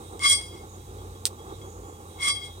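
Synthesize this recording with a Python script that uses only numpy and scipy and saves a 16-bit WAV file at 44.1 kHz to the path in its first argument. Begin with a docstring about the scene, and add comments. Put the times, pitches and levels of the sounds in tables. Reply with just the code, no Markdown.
"""Coffee beans pour twice across a small, ringing metal pan as they roast outdoors over a camping burner.
Each tip of the pan sets off thousands of tiny contacts that click and excite the metal's modes.
Between the shakes the beans tinkle faintly, and one splits with a sharp crack.
Under it all the flame roars and the gas hisses over a low rumble, close to a pair of microphones."""
import sys
import numpy as np
from scipy import signal
from scipy.fft import rfft, irfft
from scipy.io import wavfile
from scipy.ndimage import uniform_filter1d

SR = 44100
rng = np.random.default_rng(int(sys.argv[2]) if len(sys.argv) > 2 else 0)


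def wav_out(sig):
    """Save sig, one row per channel (or a flat mono array), as 16-bit PCM at SR to the path in sys.argv[1]."""
    wavfile.write(sys.argv[1], SR, np.round(np.clip(np.atleast_2d(sig).T, -1, 1) * 32767).astype(np.int16))


N = 114660

# modes of the pan (frequency [Hz], level [dB], t60 [s], left minus right [dB], left lag [ms])
PAN_MODES = [(1148, -8, .06, -2.4, .32), (2157, -2, .12, 3, .04), (3315, 1.5, .34, 2.5, -.07),
             (4000, -11.5, .16, 6, .08), (4877, -5, .22, 0, -.055), (5480, -15, .12, 2, .03),
             (5595, -9.5, .12, -4, .02), (6758, -14.5, .11, -2, .04), (7338, -14, .12, -2, -.04),
             (8057, -10.5, .09, -1, 0), (8404, -9, .1, 0, -.028), (8765, -5.5, .08, -3, -.013),
             (8837, -3, .1, -2, -.013), (9325, -16, .1, -2, 0)]
# tone of the dry click of bean on bean (frequency [Hz], level [dB])
BEAN_CLICK = [(200, -9.5), (700, -15), (1200, -8), (1650, -5), (2300, -16.5), (2700, -3), (3400, -2.5),
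              (4400, -2.5), (5600, 3.5), (6700, -1), (7600, 2), (8800, 7), (9600, 3.5), (10600, -19),
              (12000, -16.5), (13500, -7.5), (16000, -26.5)]
LONGEST_MODE_HZ = 3315


def pouring_beans(gesture):
    """A shower of beans: each contact clicks and feeds every pan mode by a random amount."""
    hits_per_s, spread_db = 6000, 2
    contact_t60_s, common_t60_s = 0.0071, 0.13
    ring_db, own_ring_db, clatter_db = -25, -0.5, -30.5
    pivot_hz, roll_db_per_octave, roll_onset_s = 4000, -6, .25
    t = np.arange(N) / SR
    times, force_db, tilts = np.array(gesture, float).T
    force = undb(np.interp(t, times, force_db)) * (t > times[0]) * (t < times[-1])
    hardness = np.interp(t, times, tilts)
    # past the peak of the pour, the last rolling beans mainly ring the longest mode
    rolling = np.clip((t - times[np.argmax(force_db)]) / roll_onset_s, 0, 1)
    contacts = rng.random(N) < hits_per_s / SR
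    hits = unit(contacts * undb(spread_db * np.clip(rng.standard_normal(N), -2, 2)))
    metal = 0
    for hz, mode_db, t60, pan_db, lag_ms in PAN_MODES:
        roll_db = rolling * roll_db_per_octave * abs(np.log2(hz / LONGEST_MODE_HZ))
        drive = force * undb(hardness * np.log2(hz / pivot_hz) + roll_db)
        buzz = ring(hits * drive * noise_pair(shared=0.85), hz, contact_t60_s)
        # each mode rings with a short decay common to all modes, plus its own decay
        common_ring = unit(ring(buzz, hz, common_t60_s))
        own_ring = undb(own_ring_db) * unit(ring(buzz, hz, t60))
        gain = undb(ring_db + mode_db) * np.sqrt(2 * np.mean(drive ** 2))
        metal = metal + radiate(unit(common_ring + own_ring), hz, pan_db, lag_ms) * gain
    clicks = unit(colour(hits * noise_pair(shared=0.33), BEAN_CLICK))
    dull = signal.sosfiltfilt(signal.butter(2, pivot_hz, fs=SR, output="sos"), clicks)
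    clatter = dull * undb(-hardness) + (clicks - dull) * undb(hardness)
    return metal + undb(clatter_db) * force * clatter * sides(pan_db=-4.5)


def bean_crack():
    """A hot bean splits with a snap; a short, dense scatter comes off the pan and the ground."""
    # tone of the snapping shell (frequency [Hz], level [dB])
    shell_tone = [(300, -18), (1600, -12), (2700, -1), (3600, 11), (4600, 15), (5500, 9), (7000, 3),
                  (8200, 14), (8900, 14), (9700, 1), (10700, -10), (12000, -2), (14500, -2), (16000, -8)]
    # tone of the reflections (frequency [Hz], level [dB])
    scatter_tone = [(100, -32), (900, -16), (1700, -15), (2700, -9), (3700, -2), (5000, -4), (6200, -2),
                    (7200, -3), (8500, 4), (9400, 0), (10600, -15), (12000, -9), (14500, -9), (16000, -13)]
    crack_s, scatter_db = 1.2545, -26
    hold_s, early_t60_s, late_t60_s = .014, .05, .13
    age = np.arange(N) / SR - crack_s
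    pulse = np.zeros(N)
    pulse[int(crack_s * SR)] = 1
    snap = colour(pulse, shell_tone)
    early = undb(-60 * np.maximum(age - hold_s, 0) / early_t60_s)
    late = undb(-10 - 60 * np.maximum(age, 0) / late_t60_s)
    scatter = unit(colour(noise_pair(shared=0.2), scatter_tone)) * np.hypot(early, late) * (age > 0)
    return lagged([snap, snap], lag_ms=.02) + undb(scatter_db) * scatter * sides(pan_db=-1.5)


def settling_beans():
    """Beans settle and shift: three small clicks and a faint, nearly unbroken tinkle of the pan."""
    # single beans shifting (time [s], push on the pan [dB], click gain [dB])
    shifts = [(.194, -52, -16), (.985, -47, -44), (1.615, -41, -44)]
    settles_per_s, settle_db, spread_db = 30, -54.5, 3
    ring_db, tilt_db_per_octave = -10, -7
    push = (rng.random(N) < settles_per_s / SR) * undb(settle_db + spread_db * rng.standard_normal(N))
    clicks = np.zeros(N)
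    for time_s, push_db, click_db in shifts:
        push[int(time_s * SR)] = undb(push_db)
        clicks[int(time_s * SR)] = undb(click_db)
    tinkle = 0
    for hz, mode_db, t60, pan_db, lag_ms in PAN_MODES:
        gain = undb(mode_db + ring_db + tilt_db_per_octave * abs(np.log2(hz / LONGEST_MODE_HZ)))
        tinkle = tinkle + radiate(ring(push, hz, t60), hz, pan_db, lag_ms) * gain
    return tinkle + colour(clicks, BEAN_CLICK)


def burner():
    """The flame roars and flutters; the gas hisses, with narrow bands that swell and fade."""
    # body of the flame (frequency [Hz], density [dB per Hz])
    roar_tone = [(100, -95), (190, -78), (260, -81.5), (340, -71.5), (480, -72.5), (630, -88), (810, -75),
                 (960, -84), (1130, -78), (1400, -87), (1800, -99), (3000, -112), (8000, -135)]
    # hiss of the gas (frequency [Hz], density [dB per Hz])
    hiss_tone = [(1000, -104), (2600, -99), (4500, -101), (5400, -99), (6700, -94), (7500, -94),
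                 (8700, -91.5), (9600, -99), (11000, -105), (12500, -99), (14000, -101), (15000, -105),
                 (16000, -103)]
    # swells in the hiss (peak time [s], half-length [s], centre [Hz], width [Hz], level [dB])
    swells = [(0.068, 0.22, 8500, 800, -56), (0.08, 0.52, 3790, 220, -59.5), (.73, 0.075, 6770, 450, -56),
              (1.048, 1, 3780, 250, -63.5), (1.538, 0.075, 3760, 220, -57), (1.724, 0.14, 6720, 500, -57.5),
              (1.887, 0.092, 7050, 500, -57.5), (2.107, 0.15, 8600, 800, -61), (2.135, .14, 3830, 220, -62),
              (2.56, 0.59, 3770, 220, -59)]
    flutter_db, waver_db, hiss_shared = 2.15, 0.59, 0.29
    t = np.arange(N) / SR
    roar = noise_bed(roar_tone, shared=.96) * undb(flutter_db * drift(rate_hz=24.62)) * low_end_gain()
    hiss = noise_bed(hiss_tone, hiss_shared) * undb(waver_db * drift(rate_hz=5.52))
    for peak_s, half_s, hz, width_hz, db in swells:
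        band = signal.lfilter(*signal.iirpeak(hz, hz / width_hz, fs=SR), noise_pair(hiss_shared))
        band = signal.lfilter(*signal.iirpeak(hz, hz / width_hz / 2, fs=SR), band)
        hiss = hiss + unit(band) * undb(db) * np.exp(-2 * ((t - peak_s) / half_s) ** 2)
    return lagged(roar * sides(pan_db=-2.2) + hiss * sides(pan_db=-6.5), lag_ms=0.3063)


def rumble():
    """A low rumble with a hum that wavers in pitch."""
    # tone of the rumble (frequency [Hz], density [dB per Hz])
    rumble_tone = [(20, -104), (32, -79), (42, -86), (56, -60.5), (72, -78), (89, -67), (104, -68),
                   (125, -73.5), (160, -78.5), (250, -81), (500, -100), (1000, -130)]
    hum_hz, hum_db, wander = 88.6, -48.5, 0.032
    pitch_hz = hum_hz * (1 + wander * drift(rate_hz=14.13))
    hum = unit(np.sin(2 * np.pi * np.cumsum(pitch_hz) / SR)) * undb(hum_db)
    return lagged((noise_bed(rumble_tone, shared=1.0) + hum) * low_end_gain(), lag_ms=0.32)


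def low_end_gain():
    """The roar and the rumble rise and fall gently together."""
    # their slow level ride (time [s], level [dB])
    ride = [(0, 0.5), (.5, 0.5), (1.0, 2), (1.3, -1), (1.58, 2.5), (1.72, 0), (2.6, -0.5)]
    return undb(np.interp(np.arange(N) / SR, *np.array(ride).T))


def undb(db):
    """Decibels to gain."""
    return 10 ** (np.asarray(db) / 20)


def unit(x):
    """Scale to rms 1."""
    return x / np.sqrt(np.mean(abs(x) ** 2) + 1e-30)


def colour(x, points):
    """Minimum-phase EQ through the points (frequency [Hz], level [dB])."""
    hz, db = np.array(points, float).T
    size = 2 * N
    bins_hz = np.maximum(np.fft.rfftfreq(size, 1 / SR), 1)
    cepstrum = irfft(np.log(undb(np.interp(np.log(bins_hz), np.log(hz), db))))
    # folded onto positive time, so nothing rings ahead of an attack
    cepstrum[1:N] *= 2
    cepstrum[N + 1:] = 0
    return irfft(rfft(x, size) * np.exp(rfft(cepstrum)))[..., :N]


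def ring(x, hz, t60):
    """One decaying mode driven by x, as a complex signal."""
    return signal.lfilter([1], [1, -np.exp((2j * np.pi * hz - np.log(1000) / t60) / SR)], x)


def radiate(mode, hz, pan_db, lag_ms):
    """A pan mode as it reaches the two microphones."""
    left_phase = np.exp(-2j * np.pi * hz * lag_ms / 1000)
    return (mode * np.array([[left_phase], [1]])).imag * sides(pan_db)


def sides(pan_db):
    """Left and right gains; positive leans left."""
    return undb(np.array([[pan_db], [-pan_db]]) / 2)


def lagged(pair, lag_ms):
    """The left microphone hears the sound later."""
    delay = np.exp(-2j * np.pi * np.fft.rfftfreq(N, 1 / SR) * lag_ms / 1000)
    return np.array([irfft(rfft(pair[0]) * delay, N), pair[1]])


def noise_pair(shared):
    """Left and right white noise with a share of their power in common."""
    noise = rng.standard_normal((3, N))
    return np.sqrt(shared) * noise[0] + np.sqrt(1 - shared) * noise[1:]


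def noise_bed(spectrum, shared):
    """Steady stereo noise with the given density per Hz."""
    return colour(noise_pair(shared), spectrum) * np.sqrt(SR / 2)


def drift(rate_hz):
    """Smooth random modulation at rms 1."""
    hold = int(SR / rate_hz)
    steps = np.repeat(rng.standard_normal(N // hold + 1), hold)
    return unit(uniform_filter1d(uniform_filter1d(steps, hold), hold)[:N])


def scene():
    """Two shakes, one crack and settling beans over the burner and the rumble."""
    # one gesture per shake of the pan (time [s], force [dB], contact hardness [dB per octave])
    shakes = [
        [(.193, -20.5, -4), (.208, -15.5, 0.5), (.222, -10.5, -8.5), (.234, -2.5, 0), (.254, 3, -4.5),
         (.28, -1.5, 0.5), (.3, 3, 4.5), (.326, 2.5, 4), (.346, -5.5, 0), (.372, -14, 8), (.4, -16.5, -1),
         (.425, -17, -1.5), (.46, -24, 4), (.5, -35.5, 1), (.565, -26, -3), (.66, -47, 3)],
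        [(2.175, -42, -11), (2.195, -23, -6.5), (2.21, -15.5, -2), (2.224, -5.5, -2.5), (2.258, -4.5, -1),
         (2.29, 0, -1.5), (2.312, -10.5, -2.5), (2.333, -22.5, 3), (2.36, -13.5, 0.5), (2.385, -28, -5),
         (2.42, -24.5, -1.5), (2.46, -20, 3), (2.49, -40, -4), (2.53, -52, 1)],
    ]
    pours = sum(pouring_beans(gesture) for gesture in shakes)
    return pours + settling_beans() + bean_crack() + burner() + rumble()


def record(dry):
    """Peaks clip just under full scale, then a steep low-pass cuts the top."""
    top_hz = 15900
    lowpass = signal.ellip(8, .2, 70, top_hz, fs=SR, output="sos")
    return signal.sosfilt(lowpass, np.clip(dry, -.9, .9))


dry = scene()
out = record(dry)
wav_out(out)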